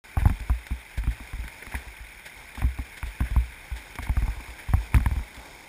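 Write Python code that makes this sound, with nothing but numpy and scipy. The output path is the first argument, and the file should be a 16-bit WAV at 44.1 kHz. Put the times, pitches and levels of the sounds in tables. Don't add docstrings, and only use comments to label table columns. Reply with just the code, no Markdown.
import sys
import numpy as np
from scipy import signal
from scipy.fft import rfft, irfft
from scipy.io import wavfile

SR = 44100
rng = np.random.default_rng(int(sys.argv[2]) if len(sys.argv) > 2 else 0)


def dump(signal):
    limited = np.clip(np.atleast_2d(signal).T, -1, 1)
    pcm = np.round(limited * 32767).astype(np.int16)
    wavfile.write(sys.argv[1], SR, pcm)


N = 250488
HOLD_HZ = 12000


def amp(db):
    return 10 ** (np.asarray(db) / 20)


def unit(x):
    return x / np.sqrt(np.mean(x ** 2) + 1e-20)


def add(mix, start_s, sound):
    part = mix[max(round(start_s * SR), 0):][:len(sound)]
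    part += sound[:len(part)]


def drift(rate_hz):
    hz = np.fft.rfftfreq(N, 1 / SR)
    return unit(irfft(rfft(rng.standard_normal(N)) * np.exp(-(hz / rate_hz) ** 2), N))


# centre_hz, width_hz, gain_db
PORT_PEAKS = [(884, 69, 5), (1503, 182, 8), (2140, 100, 2.5), (3150, 250, 7), (3635, 262, 8.5),
              (5400, 430, 5.5)]
def colour(x, spectrum, bright_db=0):
    hz = np.fft.rfftfreq(len(x), 1 / SR)
    points_hz, points_db = np.transpose(spectrum)
    shape_db = np.interp(np.log(hz + 1), np.log(points_hz), points_db)
    shape_db += bright_db * np.clip((hz - 2400) / 1000, 0, 1)
    shape_db += sum(db * np.exp(-((hz - centre) / width) ** 2) for centre, width, db in PORT_PEAKS)
    return irfft(rfft(x) * amp(shape_db) * (hz < HOLD_HZ / 2), len(x))


def bubbles(rate_per_s=2200, spread_db=3, cycles=19.2):
    out = np.zeros(N)
    pitches_hz = np.geomspace(700, 5200, 32)
    for hz in pitches_hz:
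        age = np.arange(int(4 * cycles * SR / hz)) * hz / SR / cycles
        note = np.exp(-2 * age) * np.sin(2 * np.pi * cycles * age * (1 + 0.035 * age))
        births = rng.random(N) < rate_per_s / len(pitches_hz) / SR
        strength = amp(-spread_db * np.minimum(rng.exponential(1, N), 4))
        out += signal.oaconvolve(births * strength, note * hz)[:N]
    return unit(out)


# time_s, roar_db, rush_db
RIVER_LEVELS = [(0, -56.5, -47.5), (2, -56, -46.7), (2.5, -56, -47.3), (3.4, -54.8, -46.1),
                (3.9, -55.5, -47.1), (4.65, -53.2, -45.8), (5.68, -54.5, -50.3)]
# freq_hz, gain_db
ROAR_SPECTRUM = [(20, -48), (120, -4), (300, 1), (550, -1.5), (1000, 0), (1400, -13), (2200, -22),
                 (5000, -10.5)]
# freq_hz, gain_db
RUSH_SPECTRUM = [(200, -17), (800, -19.5), (1400, -23), (2000, -10.5), (2400, -7.5), (2900, -26.5),
                 (4500, -28), (5700, -24)]
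def river(bubble_db=-4, surge_db=3, flutter_db=0.87):
    time_s, roar_db, rush_db = np.transpose(RIVER_LEVELS)
    t = np.arange(N) / SR
    roar = unit(colour(rng.standard_normal(N), ROAR_SPECTRUM))
    roar *= amp(np.interp(t, time_s, roar_db) + surge_db * drift(rate_hz=4.1))
    spray = rng.standard_normal(N) + amp(bubble_db) * bubbles()
    rush = unit(colour(spray, RUSH_SPECTRUM))
    rush *= amp(np.interp(t, time_s, rush_db) + flutter_db * drift(rate_hz=60))
    return roar + rush


# freq_hz, gain_db
RUMBLE_SPECTRUM = [(12, -48), (30, -4), (55, -2.5), (78, -12.5), (140, -18), (400, -55), (1000, -83)]
def handling(level_db=-54, lumpy_db=2):
    rumble = unit(colour(rng.standard_normal(N), RUMBLE_SPECTRUM))
    return rumble * amp(level_db + lumpy_db * drift(rate_hz=3.8))


def ring(modes, t, detune, uneven_db=2):
    draws = rng.standard_normal((len(modes), 2))
    return sum(amp(db + uneven_db * a - 60 * t / t60_s) * np.sin(2 * np.pi * hz * (1 + detune * b) * t)
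               for (hz, db, t60_s), (a, b) in zip(modes, draws))


# pitch_hz, gain_db, t60_s
BOUNCE_MODES = [(91.8, -20, 0.23), (122.4, -49, 0.25)]
def bounce(t, pitch_hz, clack_db, scrape_db, contact_s=0.002, soft_db=-41, grip_db=-33.5):
    free_t60_s, scraped_t60_s = 0.23, 0.067
    softness = 1 + 2 / (1 + amp(clack_db - soft_db))
    push = 1 - np.exp(-(t / (contact_s * softness)) ** 2)
    t60_s = scraped_t60_s + (free_t60_s - scraped_t60_s) / (1 + amp(scrape_db - grip_db) ** 2)
    swing = np.cos(2 * np.pi * pitch_hz * t) * amp(-60 * t / t60_s)
    return push * (swing + ring(BOUNCE_MODES, t, detune=0.16))


# pitch_hz, gain_db, t60_s
CASE_MODES = [(184.7, -4, 0.07), (237.6, 2.5, 0.07), (277.6, -19.5, 0.21)]
def case_ring(t, level_db, swell_s=0.0042, heavy_db=-31.5, pivot_hz=213):
    tilt_db_per_octave = 4.3 * max(level_db - heavy_db, 0)
    modes = [(hz, db + tilt_db_per_octave * np.log2(pivot_hz / hz), t60_s)
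             for hz, db, t60_s in CASE_MODES]
    swell = 1 - np.exp(-(t / swell_s) ** 2)
    return amp(level_db) * swell * ring(modes, t, detune=0.039, uneven_db=2.5)


# freq_hz, gain_db
BURST_SPECTRUM = [(200, -4), (700, -2.5), (1300, -12.5), (1800, 4), (2400, 1), (2900, -9.5), (4500, -8),
                  (5700, -10)]
def burst(length_s, bright_db, grain_db=2, samples=8192):
    age = np.arange(samples) / SR / length_s
    grains = rng.standard_normal(samples) * amp(grain_db * rng.standard_normal(samples))
    swell = 4 * age * np.exp(1 - 4 * age)
    return unit(colour(grains, BURST_SPECTRUM, bright_db)) * swell


# pitch_hz, gain_db, t60_s
STOP_MODES = [(771, -1.5, 0.042), (914, 0, 0.032), (1033, 7.5, 0.017), (1385, -4.5, 0.022)]
def clack(t, clack_db, scrape_db, rise_s=0.0004, low_cut_hz=600):
    low_cut = signal.butter(2, low_cut_hz, "highpass", fs=SR, output="sos")
    attack = 1 - np.exp(-t / rise_s)
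    stop = signal.sosfilt(low_cut, attack * ring(STOP_MODES, t, detune=0.055, uneven_db=3))
    scrape = signal.sosfilt(low_cut, burst(length_s=0.0036, bright_db=-16.5))
    out = amp(clack_db) * stop / abs(stop).max()
    add(out, 0, amp(scrape_db) * scrape)
    return out


# start_s, thud_db, bounce_hz, case_db, clack_db, scrape_db
PART_KNOCKS = [(0.17, -10, 61.1, -28, -20, -41), (0.182, -17, 45, -37, -35, -32),
               (.219, -11, 55, -39, -31, -29), (0.2552, -2.5, 76.4, -24, -18, -26.5),
               (.273, -17, 48, -32, -28.5, -32), (.297, -11, 53, -22, -23.5, -21.5),
               (.309, -17, 46.4, -27, -36, -36), (.401, -21.5, 52, -40, -50, -37),
               (.497, -11, 57.7, -29, -22, -45), (.708, -15.5, 58.7, -25, -36, -36.5),
               (.975, -16, 52.6, -37, -38, -44), (1.037, -25, 56.4, -38, -37, -33.5),
               (1.072, -11, 54.7, -30, -32.5, -34.5), (1.2, -33, 56.6, -38, -35.5, -49),
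               (1.332, -19.5, 47, -39, -34.5, -31), (1.386, -21.5, 54.3, -45, -52, -46),
               (1.439, -26.5, 52, -32.5, -44, -33.5), (1.667, -29, 47.3, -38, -43, -28),
               (1.7416, -22, 63, -30, -26, -38.5), (1.865, -31, 54.6, -51, -48, -50),
               (2, -30, 51.4, -53, -63, -39), (2.575, -27, 59.5, -35, -30, -49),
               (2.619, -15.5, 53, -34, -24.5, -24), (2.639, -11, 62.4, -33, -33, -54),
               (2.787, -18.5, 61, -29, -31, -33), (3.029, -17, 50.7, -37.5, -30, -23),
               (3.06, -23, 49.3, -55, -64, -41), (3.2051, -10, 64, -22, -24.5, -24.5),
               (3.221, -15, 58.5, -33, -39, -34), (3.309, -16, 49, -40, -41, -35.5),
               (3.363, -8, 59, -25.5, -22.5, -45.5), (3.713, -21, 57, -43, -40, -55),
               (3.9867, -22, 66.3, -28.5, -21.5, -23.5), (4.02, -26, 52.3, -55, -50, -38),
               (4.069, -31, 48, -34, -31.5, -30), (4.094, -7.5, 56.4, -32, -29, -24),
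               (4.169, -10, 54.4, -29, -25.5, -31.5), (4.222, -10.5, 47, -30, -33.5, -32),
               (4.26, -44, 47.7, -37, -36, -43), (4.28, -15, 52, -38, -28.5, -34),
               (4.367, -24, 53.4, -55, -58, -33), (4.401, -36, 54, -36, -35, -40),
               (4.481, -29.5, 56, -42.5, -39, -54), (4.686, -17, 49.5, -38, -36.5, -45),
               (4.736, -4, 73, -34, -18, -22), (4.767, -16.5, 54, -38, -46, -55),
               (4.934, -26, 60, -45, -35, -34), (4.944, -3, 71, -23, -17, -14),
               (4.96, -1, 71.6, -22.5, -44, -21.5), (4.979, -19, 73, -23.5, -26.5, -27),
               (5.004, -15, 51.6, -35, -35, -34), (5.0603, -6.5, 62, -29, -19.5, -18),
               (5.112, -13, 66, -34, -36, -30.5), (5.163, -15, 58.4, -34, -36, -33.5),
               (5.193, -20.5, 49, -37.5, -38, -35.5), (5.371, -33, 56.5, -47, -42, -46)]
def knocks(clack_trim_db=-1, scrape_trim_db=-5, catch_s=0.00073):
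    out, t = np.zeros(N), np.arange(SR // 2) / SR
    ends_s = [row[0] for row in PART_KNOCKS[1:]] + [N / SR]
    for (start_s, thud_db, bounce_hz, case_db, clack_db, scrape_db), end_s in zip(PART_KNOCKS, ends_s):
        until_caught = 0.5 - 0.5 * np.tanh((start_s + t - end_s) / catch_s)
        add(out, start_s, amp(thud_db) * until_caught * bounce(t, bounce_hz, clack_db, scrape_db))
        add(out, start_s, case_ring(t, case_db))
        add(out, start_s, clack(t, clack_db + clack_trim_db, scrape_db + scrape_trim_db))
    return out


# start_s, level_db, length_s, bright_db
FINGER_SCUFFS = [(0.184, -35, 0.044, -8.5), (0.666, -36.5, 0.011, -1.5), (.973, -36, 0.025, -2.5),
                 (1.102, -43, 0.054, -2.5), (1.478, -33.5, .01, -5), (1.622, -36, 0.016, -15),
                 (1.715, -37.5, 0.035, -15), (1.749, -27, .013, -11.5), (1.754, -40.5, 0.054, -3),
                 (2.255, -37.5, 0.037, -1), (2.549, -38.5, 0.019, -4), (2.577, -41, 0.069, -6),
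                 (2.968, -40, 0.026, 2), (3.055, -41.5, 0.053, -1.5), (3.241, -42, 0.094, -7),
                 (3.757, -41, 0.052, 0), (3.954, -32.5, .009, -2), (4.02, -37.5, 0.05, -1),
                 (4.504, -34.5, 0.0048, -10), (4.583, -41, 0.053, -8)]
def scuffs(trim_db=-2):
    out = np.zeros(N)
    for start_s, level_db, length_s, bright_db in FINGER_SCUFFS:
        add(out, start_s, amp(level_db + trim_db) * burst(length_s, bright_db))
    return out


# start_s, level_db
HOUSING_CLICKS = [(0.279, -41.5), (0.402, -41), (4.949, -31.5), (4.965, -33), (5.344, -39.5), (5.365, -40)]
def clicks(trim_db=-2):
    out = np.zeros(N)
    for start_s, level_db in HOUSING_CLICKS:
        add(out, start_s, amp(level_db + trim_db) * burst(length_s=0.0064, bright_db=9))
    return out


def scene():
    return (river() + scuffs() + handling() + knocks() + clicks())[None]


def record(dry):
    mic_on_s, oversample = 0.04, 4
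    low_cut_hz, anti_alias_hz, high_cut_hz = 18, 5700, 15300
    low_cut = signal.butter(2, low_cut_hz, "highpass", fs=SR, output="sos")
    mic = signal.sosfilt(low_cut, dry[0]) * (np.arange(N) > mic_on_s * SR)
    anti_alias = signal.firwin(2401, anti_alias_hz, fs=40 * SR)
    coarse = signal.resample_poly(mic, HOLD_HZ, SR, window=anti_alias)
    held = np.repeat(coarse, oversample)
    glassy = signal.resample_poly(held, SR, oversample * HOLD_HZ)[:N]
    high_cut = signal.firwin(401, high_cut_hz, window=("kaiser", 9), fs=SR)
    return signal.oaconvolve(glassy, high_cut, "same")[None]


dry = scene()
out = record(dry)
dump(out)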